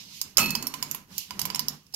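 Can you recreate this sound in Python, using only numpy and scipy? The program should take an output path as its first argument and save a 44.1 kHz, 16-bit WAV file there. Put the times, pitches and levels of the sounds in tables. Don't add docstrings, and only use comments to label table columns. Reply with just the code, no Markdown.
import sys
import numpy as np
from scipy import signal
from scipy.fft import rfft, irfft, next_fast_len
from scipy.io import wavfile
from scipy.ndimage import uniform_filter1d

SR = 44100
rng = np.random.default_rng(int(sys.argv[2]) if len(sys.argv) > 2 else 0)


def master(y):
    cut = np.clip(np.atleast_2d(y).T, -1, 1)
    pcm = np.round(cut * 32767)
    wavfile.write(sys.argv[1], SR, pcm.astype(np.int16))


def gain_from_db(level_db):
    decades = np.asarray(level_db, float) / 20
    return 10 ** decades


N = 85995

# f/Hz, level per Hz/dB
FLOOR_SPECTRUM = [(15, -18), (30, 18), (100, 28), (301, 16), (591, -13), (3500, -49), (5280, 2.5),
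                  (8360, -20), (11000, -1), (16000, 4)]
FLOOR_DB = -65.5

# f/Hz, t60/s
KITCHEN_TAIL = [(300, 0.067), (1500, 0.37), (6000, 0.21), (15000, 0.099)]
NEAR_DB, ROOM_DB, NEAR_T60_S = -5, -7, .04
DIRECT_LEFT_DB = -9.5

# f/Hz, level/dB
LEFT_SHADING = [(60, -3.5), (1000, -2), (2500, -7.5), (5000, -6.5), (9000, -8.5), (16000, -7)]
# f/Hz, likeness/1
COHERENCE = [(30, 0.91), (150, 0.81), (400, 0.79), (1500, 0.14), (16000, 0.09)]
# f/Hz, level/dB
PORT_COLOUR = [(3500, 1), (5000, 5.5), (6500, 7.5), (8400, 1.5), (10000, 0.5), (12300, 8), (15000, 3.5)]
LEFT_LAG_S, EDGE_HZ = .0001, 15850

# t/s, level/dB, flexing mode f/Hz, door mode level/dB
PANEL_PUSH = [(0, -59.5, 189, -22.5), (.225, -63, 182.3, -19), (0.249, -52, 187.7, -22),
              (0.352, -64.5, 190, -17), (0.379, -39, 184.4, -16), (0.429, -34, 195, -12),
              (0.519, -41.5, 198.1, -0.5), (0.631, -41.5, 250, -8.5), (.72, -49, 233.2, -9),
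              (0.858, -48, 240, -2), (0.961, -48, 195, -8), (1.072, -64, 190.3, -10),
              (1.117, -53, 195, -31.5), (1.282, -64, 177.9, -27.5), (1.32, -51, 190.6, -23),
              (1.485, -41.5, 194.4, -25.5), (1.56, -47.5, 226.8, 0.5), (1.74, -50, 200, 1),
              (1.842, -67.5, 191, 0)]
# f/Hz, width/Hz, level/dB
DRUM_MODES = [(106, 75, -17.5), (142.6, 71, -4.5), (195, 87, -2.5), (250, 58, -2.5), (350, 63, -7.5)]
# f/Hz, level per Hz/dB
GRIND_SPECTRUM = [(300, 2.5), (500, -7.5), (1000, 5.5), (1500, 1.5), (2300, 1), (4000, -33)]
FLEX_WIDTH_HZ, FLEX_DB, STEADY_DB, DOOR_HZ = 81, -1, -4, 150
GRIND_DB, GRIND_FOLLOW = -5, 0.94

# t/s, level/dB, skin brightness/dB
GRIP = [(0, -38.5, -9), (.07, -45, -5.5), (0.172, -38.5, 1), (0.298, -53, 10.5), (0.361, -56.5, 2),
        (.45, -51, 18.5), (.7, -59, 21), (.97, -53, 16), (1.069, -73.5, 19), (1.116, -46.5, -0.5),
        (1.21, -37, 8), (1.29, -47.5, 0.5), (1.34, -51, 7), (1.55, -42.5, -11), (1.74, -52, 14),
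        (1.799, -57, 1), (1.899, -66.5, 11), (1.95, -53, 0)]
# f/Hz, level per Hz/dB
FRICTION_SPECTRUM = [(240, -78), (400, -48), (626, -17), (900, -21), (1500, -23), (2200, -2), (2900, 3.5),
                     (4200, 3), (6000, -3), (16000, -21)]
# f/Hz, width/Hz, level/dB
FRICTION_RINGS = [(2850, 510, -11), (5150, 230, -11.5)]
RUB_PATCHY_DB = 1.3

LET_GO_S, LET_GO_HZ, LET_GO_DB = 1.9405, 850, -44

# f/Hz, level per Hz/dB
RATTLE_SPECTRUM = [(300, -16), (1200, -2), (1800, -16), (2600, 1.5), (3700, -9.5), (5200, -10.5),
                   (16000, -15.5)]
RATTLE_S, RATTLE_DB, RATTLE_T60_S = .381, -21, 0.27

# level/dB, t60/s, swell/s
BELL_PARTIALS = [(-39, 0.17, 0.0037), (-31, 0.28, 0.0026), (-16, 0.41, 0.048), (-31.5, 0.81, 0.015),
                 (-50, .6, 0.022), (-24.5, 0.24, 0.024), (-44, .3, .02), (-45, 0.14, 0.026),
                 (-25.5, 0.15, 0.0067), (-17, 0.053, 0.0061), (-62, 0.21, 0.0041)]
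BELL_HZ = [1247, 1276, 2591, 4291, 8808, 11692, 14995, 6352, 2652, 2990, 1070]
BELL_S, BELL_LEFT_DB, BELL_LEFT_RAD = .382, 3, 1.2
TOUCH_S, TOUCH_LENGTH_S = .477, .006
BELL_STOP_S, BELL_STOP_DB = .668, -14

# t/s, peak level/dB, knob ring share/dB, panel share/dB, bright share/dB
FIRST_WIND = [(0.2152, -13.5, -1, -29, -2.5), (0.3717, -7.5, 8, -26, -12), (0.383, -10.5, 8.5, -24, -27),
              (0.3995, -16.5, -26, -23, -19), (0.4601, -21, -4, -11.5, 11), (0.495, -31, 2, -9, -15),
              (0.5061, -16, 2, -29, 4), (0.5527, -16.5, 6, -14, 4.5), (0.626, -20.5, -3.5, -21, 2),
              (0.6700, -17, 3.5, -23.5, 10), (0.7407, -22, -7, -11, -2), (0.827, -16.5, 4, -16.5, 1.5),
              (0.913, -18.5, -0.5, -28.5, 9.5), (0.9481, -18.5, -14, -19, 11)]
# t/s, peak level/dB, knob ring share/dB, panel share/dB, bright share/dB
SECOND_WIND = [(1.106, -55, -18, -9.5, -17), (1.181, -16.5, -5, -72, 1.5), (1.3086, -25, 1, -10, 3.5),
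               (1.3937, -18.5, 1, -15, -3), (1.4162, -16.5, 1, -23, 3.5), (1.4544, -19, 1, -13.5, 7.5),
               (1.5027, -28, 11, -6, 3), (1.548, -20, 7.5, -13.5, -2), (1.5593, -22, 3, -13, -6),
               (1.5943, -14, 5, -20.5, 7.5), (1.6842, -14, 5, -30, 5.5), (1.867, -51, 9.5, -44, -30),
               (1.926, -44.5, -4, -41, -17), (1.9388, -32.5, 4, -41.5, -17), (1.9414, -24, -1, -59, -21),
               (1.9454, -25.5, 6.5, -45, -19)]
TOOTH_RING_HZ = [4940, 5160, 7090, 5200, 5240, 5430, 5010, 4960, 7150, 5410, 5120, 5100, 7060, 6240, 3000,
                 5760, 4880, 5470, 4910, 5480, 4830, 5400, 7520, 4940, 5420, 5300, 5380, 5120, 5130, 5260]
# f/Hz, width/Hz, level/dB
KNOB_MODES = [(5200, 980, 6.5), (6970, 480, 8.5), (9470, 870, 13)]
# f/Hz, width/Hz, level/dB
BRIGHT_MODES = [(12130, 2500, 15), (13660, 1200, -25), (16200, 2700, -45)]
# f/Hz, width/Hz, level/dB
PANEL_MODES = [(1014, 63, 18), (784, 29, -50), (1360, 290, 8), (2350, 960, 19), (2930, 120, 10.5)]
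SNAP_RISE_S, SNAP_FALL_S, SNAP_DB, CRACK_DB = .0008, .0017, -6, 11.5
SCATTER_DB, SCATTER_FALL_S, SCATTER_PER_S = -3, .005, 4000
RING_WIDTH_HZ, RING_WET_DB = 620, -5


def evened(x):
    return x / np.sqrt(np.mean(x ** 2) + 1e-20)


def read(points, hz):
    f, value = np.transpose(points)
    return np.interp(np.log(hz + 1), np.log(f + 1), value)


def level(curve, share=1):
    rows = np.transpose(curve)
    db = np.interp(np.arange(N) / SR, rows[0], rows[1])
    return gain_from_db(share * (db + 50.5) - 52.5)


def resonate(x, hz, width):
    b, a = signal.iirpeak(min(hz, SR * .45), max(hz / width, .3), SR)
    return signal.lfilter(b, a, x)


def rings(x, table):
    return sum(gain_from_db(db) * resonate(x, hz, w) * np.sqrt(1000 / w) for hz, w, db in table)


def noise(shape, patchy_db, size=512):
    frames, hz = 4 * N // size + 5, np.fft.rfftfreq(size, 1 / SR)
    a, b, c, d, patches = rng.standard_normal((frames, len(hz), 5)).T
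    patches = uniform_filter1d(patches, size=8, axis=0)
    patches = evened(uniform_filter1d(patches, size=12, axis=1))
    same = np.clip(read(COHERENCE, hz), -1, 1)[:, None]
    right = a + 1j * b
    left = same * right + np.sqrt(1 - same ** 2) * (c + 1j * d)
    z = np.array([left, right])
    z *= gain_from_db(read(shape, hz)[:, None] + patchy_db * patches)
    return evened(signal.istft(z, nperseg=size, noverlap=3 * size // 4)[1][:, :N])


def room_floor():
    return gain_from_db(FLOOR_DB) * noise(FLOOR_SPECTRUM, 2.1, size=2048)


def space(x, size=16384):
    taps = rng.standard_normal((2, 2, size))
    hz, t, z = signal.stft(taps[0], SR, nperseg=256)
    decay = gain_from_db(-60 * t / read(KITCHEN_TAIL, hz)[:, None])
    far = signal.istft(z * decay, SR, nperseg=256)[1][:, :size]
    near = taps[1] * gain_from_db(-60 * np.arange(size) / SR / NEAR_T60_S)
    tail = gain_from_db(NEAR_DB) * near / np.linalg.norm(near[0]) + gain_from_db(ROOM_DB) * far / np.linalg.norm(far[0])
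    tail[:, :60] = 0
    tail[:, 0] = gain_from_db([DIRECT_LEFT_DB, 0])
    return signal.fftconvolve(x[None], tail, axes=1)


def panel_hum():
    push = noise([(40, 0.0), (100, -0.5), (600, -6.0), (1500, -1)], 1.47, size=2048)
    t = np.arange(N) / SR
    s, _, hz, door_db = np.transpose(PANEL_PUSH)
    turn = np.exp(2j * np.pi * np.cumsum(np.interp(t, s, hz)) / SR)
    r = np.exp(-np.pi * FLEX_WIDTH_HZ / SR)
    slow = signal.lfilter([1 - r], [1, -r], push / turn)
    slow = signal.lfilter([1 - r], [1, -r], slow)
    flex = evened((turn * slow).real) + gain_from_db(STEADY_DB) * turn.real
    hum = evened(evened(rings(push, DRUM_MODES)) + gain_from_db(FLEX_DB) * flex)
    door = gain_from_db(np.interp(t, s, door_db)) * np.sin(2 * np.pi * DOOR_HZ * t)
    return level(PANEL_PUSH) * (hum + door)


def shaft_grind():
    grind = noise(GRIND_SPECTRUM + [(9000, -50)], 2.5)
    return gain_from_db(GRIND_DB) * level(PANEL_PUSH, GRIND_FOLLOW) * grind


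def rub():
    friction = noise(FRICTION_SPECTRUM, RUB_PATCHY_DB)
    rows = np.transpose(GRIP)
    skin = gain_from_db(np.interp(np.arange(N) / SR, rows[0], rows[2]))
    shaft_ring = rings(friction, FRICTION_RINGS[1:]) / np.maximum(skin, .4)
    skin_ring = rings(friction, FRICTION_RINGS[:1])
    fizz = 2 * resonate(friction, 12700, 3700)
    return level(GRIP) * evened(friction + shaft_ring + skin * (skin_ring + fizz))


def let_go():
    t = np.maximum(np.arange(N) / SR - LET_GO_S, 0)
    return gain_from_db(LET_GO_DB - 60 * t / 0.041) * np.sin(2 * np.pi * LET_GO_HZ * t)


def rattle():
    t = np.arange(N) / SR - RATTLE_S
    chatter = gain_from_db(1.2 * evened(uniform_filter1d(rng.standard_normal(N), size=90)))
    decay = gain_from_db(RATTLE_DB - 60 * abs(t) / RATTLE_T60_S) * (t > 0)
    return noise(RATTLE_SPECTRUM, 2.76, size=256) * chatter * decay


def bell():
    now = np.arange(N) / SR
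    t = np.maximum(now - BELL_S, 0)
    phase = np.array([[BELL_LEFT_RAD], [0]])
    tones = [np.sin(2 * np.pi * hz * t + phase) for hz in BELL_HZ]
    clock = t + BELL_S
    rest = gain_from_db(BELL_STOP_DB * np.clip((clock - BELL_STOP_S) / TOUCH_LENGTH_S, 0, 1))
    brush = np.tanh((clock - TOUCH_S) / TOUCH_LENGTH_S)
    tones[2] = tones[2] * brush * rest
    ring = 0
    for tone, (db, t60, swell) in zip(tones, BELL_PARTIALS):
        ring = ring + gain_from_db(db - 60 * t / t60) * (1 - np.exp(-(t / swell) ** 2)) * tone
    return gain_from_db([[BELL_LEFT_DB], [0]]) * ring


def ratchet():
    out, t = np.zeros((2, N + SR)), np.arange(4000) / SR
    thin = signal.butter(2, 3000, "high", fs=SR, output="sos")
    rise = np.minimum(t / SNAP_RISE_S, 1) ** 2
    body = rings(1. * (t == 0), PANEL_MODES)
    body = signal.sosfilt(signal.butter(2, 600, "high", fs=SR, output="sos"), body / abs(body).max())
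    teeth = FIRST_WIND + SECOND_WIND
    for hz, (s, db, ring_db, panel_db, bright_db) in zip(TOOTH_RING_HZ, teeth):
        burst = rng.standard_normal(4000) * rise
        grains = rng.random(4000) < SCATTER_PER_S / SR
        scatter = gain_from_db(SCATTER_DB) * np.exp(-t / SCATTER_FALL_S) * grains
        snap = burst * (np.exp(-t / SNAP_FALL_S) + scatter)
        scrape = gain_from_db(CRACK_DB) * resonate(snap, 4550, 5600) + rings(snap, KNOB_MODES)
        scrape = signal.sosfilt(thin, scrape + gain_from_db(bright_db) * rings(snap, BRIGHT_MODES))
        decay = np.exp(-np.pi * RING_WIDTH_HZ / 2 * t)
        ring = gain_from_db(ring_db) * rise * decay * np.sin(2 * np.pi * hz * t)
        wet_ring = gain_from_db(RING_WET_DB) * ring
        sound = space(scrape / abs(scrape).max() + wet_ring + gain_from_db(panel_db + 17.5) * body)
        sound[:, :len(t)] += (1 - gain_from_db(RING_WET_DB)) * gain_from_db([[DIRECT_LEFT_DB], [0]]) * ring
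        at = round((s - .0008) * SR)
        out[:, at:at + sound.shape[1]] += gain_from_db(db - SNAP_DB) * gain_from_db(-7.0) * sound
    return out[:, :N]


def scene():
    panel = panel_hum() + shaft_grind()
    timer = panel + rub() + let_go() + rattle() + bell() + ratchet()
    size = next_fast_len(N + 512)
    hz = np.fft.rfftfreq(size, 1 / SR)
    left = gain_from_db(read(LEFT_SHADING, hz)) * np.exp(-2j * np.pi * hz * LEFT_LAG_S)
    ports = gain_from_db(read(PORT_COLOUR, hz)) * np.array([left, np.ones(len(hz))])
    heard = irfft(rfft(timer, size) * ports, size)[:, :N]
    return gain_from_db(2.5) * heard + room_floor()


def band_limit(x):
    return signal.sosfilt(signal.butter(12, 16390, fs=SR, output="sos"), x)


def record(dry):
    low_pass = signal.firwin(301, EDGE_HZ, window=("kaiser", 8), fs=SR)
    cut = signal.oaconvolve(dry, low_pass[None], "same")
    return band_limit(np.clip(cut, -1, 1))


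dry = scene()
out = record(dry)
master(out)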